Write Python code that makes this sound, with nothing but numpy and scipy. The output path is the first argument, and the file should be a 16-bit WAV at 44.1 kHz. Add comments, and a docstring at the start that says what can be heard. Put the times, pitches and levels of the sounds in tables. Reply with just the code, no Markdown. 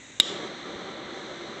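"""A metal jet lighter, close to the microphone, in front of a wall in a small room. First unlit gas hisses
over the low room tone. At 0.2 s the piezo igniter snaps and rings the case; wall, hand and room throw
the snap back, and the narrow-band recorder overloads, ducks and recovers. The flame catches, flares
a little and settles into a fluttering roar under the hiss of the jet."""
import sys
import numpy as np
from scipy import signal
from scipy.fft import rfft, irfft
from scipy.io import wavfile
from scipy.ndimage import uniform_filter1d

SR = 44100
rng = np.random.default_rng(int(sys.argv[2]) if len(sys.argv) > 2 else 0)


def pcm_store(signal):
    """Save signal as 16-bit PCM."""
    levels = np.round(np.clip(np.atleast_2d(signal), -1, 1) * 32767)
    wavfile.write(sys.argv[1], SR, levels.astype(np.int16).T)


N = 70560
TIME = np.arange(N) / SR

SNAP_S, SNAP_DB = .1997, .5   # the igniter's hammer strikes
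CATCH_S = .033   # time constant: gas hiss gives way to flame
GAS_DB, ROAR_DB, JET_DB = -48.5, -44.5, -42.5

# modes of the metal case, one list each: f/Hz, level/dB re the snap, t60/s
CASE_MODE_HZ = [2100, 2295, 2430, 2845, 3135, 3360, 3772, 4130, 4928, 5190, 5700, 7220, 7680]
CASE_MODE_DB = [-16.5, -24, -20, -15, -15, -9, 0.5, -29.5, -15, -18.5, -21.5, -9, -7.5]
CASE_MODE_T60_S = [.022, 0.047, 0.013, .022, 0.036, .018, 0.019, .015, 0.012, 0.029, .014, 0.0096, 0.0065]
# low jolt of the lighter in the hand: f/Hz, level/dB re the snap, t60/s
JOLT_MODES = [(120, -45, 0.0294), (215, -30, .025), (345, -26.5, 0.033)]
# noise colours of unlit gas, flame roar and burning jet: f/Hz, relative level/dB
GAS_SPECTRUM = [(500, -8), (800, -6.5), (1400, -7.5), (2050, 0.5), (2450, -5), (2750, -7.5), (3300, -9),
                (3800, 1), (4400, -17), (5300, -19.5), (6000, -7), (6600, -4), (7750, -9), (9000, -15.5)]
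ROAR_SPECTRUM = [(60, -16.5), (100, -17), (150, -2), (210, 2), (300, -4.5), (450, 1), (620, -2),
                 (750, -4.5), (900, -16.5)]
JET_SPECTRUM = [(700, -6), (950, -4), (1300, -1), (1600, -1.5), (2100, 0), (2620, -12.5), (3100, -6),
                (3600, 0), (4120, -1.5), (4600, -17.5), (5350, -20), (5900, -12.5), (6400, -13),
                (7050, -21.5), (7450, -18), (8300, -24), (9000, -31.5)]
# strength of the roar: t/s, level/dB re steady burning
ROAR_CURVE = [(.2, 15), (.26, 4), (.33, 1.5), (.39, 3.5), (.425, 1.5), (.5, 1), (.56, -3), (.63, -4),
              (.675, 1.5), (.8, 1.5), (1.1, -1), (1.16, 2), (1.25, -3.5), (1.31, 2), (1.365, -3),
              (1.42, -1), (1.6, -1)]
# strength of the jet's top hiss: t/s, relative level/dB
TOP_HISS_CURVE = [(.3, 1), (.75, -0.5), (.9, -0.5), (1.03, -3), (1.17, 1), (1.6, 0)]
# hollow resonances that the jet excites: f/Hz, width/Hz, level/dB at steady burning
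HOLLOW_BANDS = [(345.4, 105, -45.5), (569.3, 65, -51), (770, 75, -55.5), (969, 50, -56.5), (1157, 60, -55),
                (1323, 49, -56), (2300, 90, -65.5)]
# sputters of the flame: t/s, f/Hz, level/dB, half length/s
SPUTTERS = [(0.312, 200, -40.5, .01), (.318, 400, -39.5, 0.013), (0.457, 390, -34, 0.0065),
            (0.762, 75, -47.5, 0.0073), (0.874, 390, -35, 0.0093), (1.433, 342.6, -42, 0.041)]
# reflections off wall and hand: delay/s, level/dB re the direct snap
REFLECTIONS = [(.0053, -12.5), (.0074, -19.5)]
# noise colours of the reverberation and the room tone: f/Hz, relative level/dB
REVERB_SPECTRUM = [(300, -36.5), (1000, -23), (2000, -10.5), (2450, -16), (2900, -4.5), (3400, 1.5),
                   (3780, 2.5), (4100, -9.5), (4500, -16.5), (4900, -12), (5200, -15.5), (5650, -12),
                   (6050, -22.5), (6900, -12), (7350, -10), (7950, -22.5), (8300, -20.5), (9000, -25)]
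ROOM_TONE_SPECTRUM = [(20, -13), (40, -16), (65, -3.5), (90, -5), (120, 0.5), (165, -3), (230, 2.5),
                      (330, -1), (600, -8)]


def igniter(crack_db=-9.5):
    """Blow and spark give a broad crack; the case rings and jolts in the hand."""
    burst = rms_one(low_pass(rng.standard_normal(N), hz=6860))
    crack = from_db(crack_db) * burst * dying(t60=.01)
    case = ring(zip(CASE_MODE_HZ, CASE_MODE_DB, CASE_MODE_T60_S))
    return from_db(SNAP_DB) * (crack + case + ring(JOLT_MODES))


def ring(modes):
    """Damped sines of alternating sign, set off by the snap."""
    return sum((-1) ** k * from_db(db) * dying(t60) * np.sin(2 * np.pi * hz * since_snap())
               for k, (hz, db, t60) in enumerate(modes))


def burner():
    """Thin gas hiss until the spark; then the flame takes over."""
    lit = 1 - np.exp(-since_snap() / CATCH_S)
    gas = from_db(GAS_DB) * noise(GAS_SPECTRUM)
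    return (1 - lit) * gas + lit * (roar() + jet()) + sputters()


def roar(flutter_db=.78):
    """The flame's low noise and hollow resonances swell and flutter together."""
    strength_db = np.interp(TIME, *np.transpose(ROAR_CURVE)) + flutter_db * drift(hz=28)
    rumble = from_db(ROAR_DB) * noise(ROAR_SPECTRUM)
    hollows = sum(from_db(db) * hollow(hz, width) for hz, width, db in HOLLOW_BANDS)
    return from_db(strength_db) * (rumble + hollows)


def hollow(hz, width, waver_share=.015):
    """A narrow, noisy resonance whose centre wavers; rms 1."""
    phase = 2 * np.pi * np.cumsum(hz * (1 + waver_share * drift(hz=6.05))) / SR
    return rms_one(drift(width / 2) * np.cos(phase) + drift(width / 2) * np.sin(phase))


def jet(top_above_hz=4700, sag_db_per_s=.5):
    """The burning jet starts strong and settles; its top hiss slowly wavers."""
    hiss = noise(JET_SPECTRUM)
    top = irfft(rfft(hiss) * (np.fft.rfftfreq(N, 1 / SR) > top_above_hz), N)
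    top_gain = from_db(np.interp(TIME, *np.transpose(TOP_HISS_CURVE)))
    flare_db = np.interp(TIME, [.475, .507], [2, 0])
    level_db = JET_DB + flare_db - sag_db_per_s * (TIME - TIME.mean())
    return from_db(level_db) * (hiss - top + top * top_gain)


def sputters():
    """At each sputter the flame briefly swells on one low pitch."""
    sound = np.zeros(N)
    for at_s, hz, db, half_length_s in SPUTTERS:
        swell = np.exp(-.5 * ((TIME - at_s) / half_length_s) ** 2)
        sound += from_db(db) * swell * np.sin(2 * np.pi * (hz * TIME + rng.random()))
    return sound


def with_reflections(snap):
    """The direct snap, then its bounces off the nearby wall and hand."""
    return snap + sum(from_db(db) * np.interp(TIME - delay, TIME, snap, left=0)
                      for delay, db in REFLECTIONS)


def room_tail(level_db=-21.5, build_s=.019):
    """The snap's diffuse reverberation builds up and dies in the small room."""
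    build = 1 - np.exp(-since_snap() / build_s)
    return from_db(level_db) * noise(REVERB_SPECTRUM) * build * dying(t60=.43)


def room_tone(level_db=-54):
    """The room's steady low background."""
    return from_db(level_db) * noise(ROOM_TONE_SPECTRUM)


def from_db(db):
    """Decibels to gain."""
    return 10 ** (np.asarray(db) / 20)


def rms_one(x):
    """Scale to rms 1."""
    return x / np.sqrt(np.mean(x ** 2) + 1e-20)


def low_pass(x, hz, order=2):
    """Butterworth low-pass."""
    return signal.sosfilt(signal.butter(order, hz, fs=SR, output="sos"), x)


def noise(spectrum):
    """Noise of a given colour, falling 60 dB an octave beyond its ends; rms 1."""
    hz, db = np.transpose(spectrum)
    octave, known = np.log2(np.fft.rfftfreq(N, 1 / SR) + 1), np.log2(hz)
    beyond = np.abs(octave - np.clip(octave, known[0], known[-1]))
    gain = from_db(np.interp(octave, known, db) - 60 * beyond)
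    return rms_one(irfft(rfft(rng.standard_normal(N)) * gain, N))


def drift(hz):
    """Random wander, mostly slower than hz; rms 1."""
    return rms_one(low_pass(rng.standard_normal(2 * N), hz)[N:])


def since_snap():
    """Seconds since the snap, zero before it."""
    return np.maximum(TIME - SNAP_S, 0)


def dying(t60):
    """Envelope that starts at the snap and falls 60 dB in t60 seconds."""
    return (TIME > SNAP_S) * from_db(-60 * since_snap() / t60)


def scene():
    """Lighter, reflections and room as they reach the microphone, in mono."""
    return (with_reflections(igniter()) + burner() + room_tail() + room_tone())[None]


def gain_control(x, threshold_db=-19.5, duck_share=.54, attack_s=.01, recover_db_per_s=108):
    """The recorder ducks quickly on a loud sound and climbs back at a steady rate."""
    level_db = 10 * np.log10(np.abs(uniform_filter1d(x ** 2, size=64)) + 1e-12)
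    duck_db = duck_share * np.maximum(level_db - threshold_db, 0)
    recovery_db = recover_db_per_s * TIME
    held_db = np.maximum.accumulate(duck_db + recovery_db) - recovery_db
    pole = np.exp(-1 / (attack_s * SR))
    return x * from_db(-signal.lfilter([1 - pole], [1, -pole], held_db))


def record(dry, mic_top_hz=8100, clip_level=.74, cutoff_hz=16000):
    """Narrow-band microphone, gain control, soft overload and a steep top cut."""
    ducked = gain_control(low_pass(dry[0], mic_top_hz, order=14))
    clipped = ducked / (1 + (ducked / clip_level) ** 6) ** (1 / 6)
    top_cut = signal.cheby2(12, 70, cutoff_hz, fs=SR, output="sos")
    return signal.sosfilt(top_cut, clipped)[None]


dry = scene()
out = record(dry)
pcm_store(out)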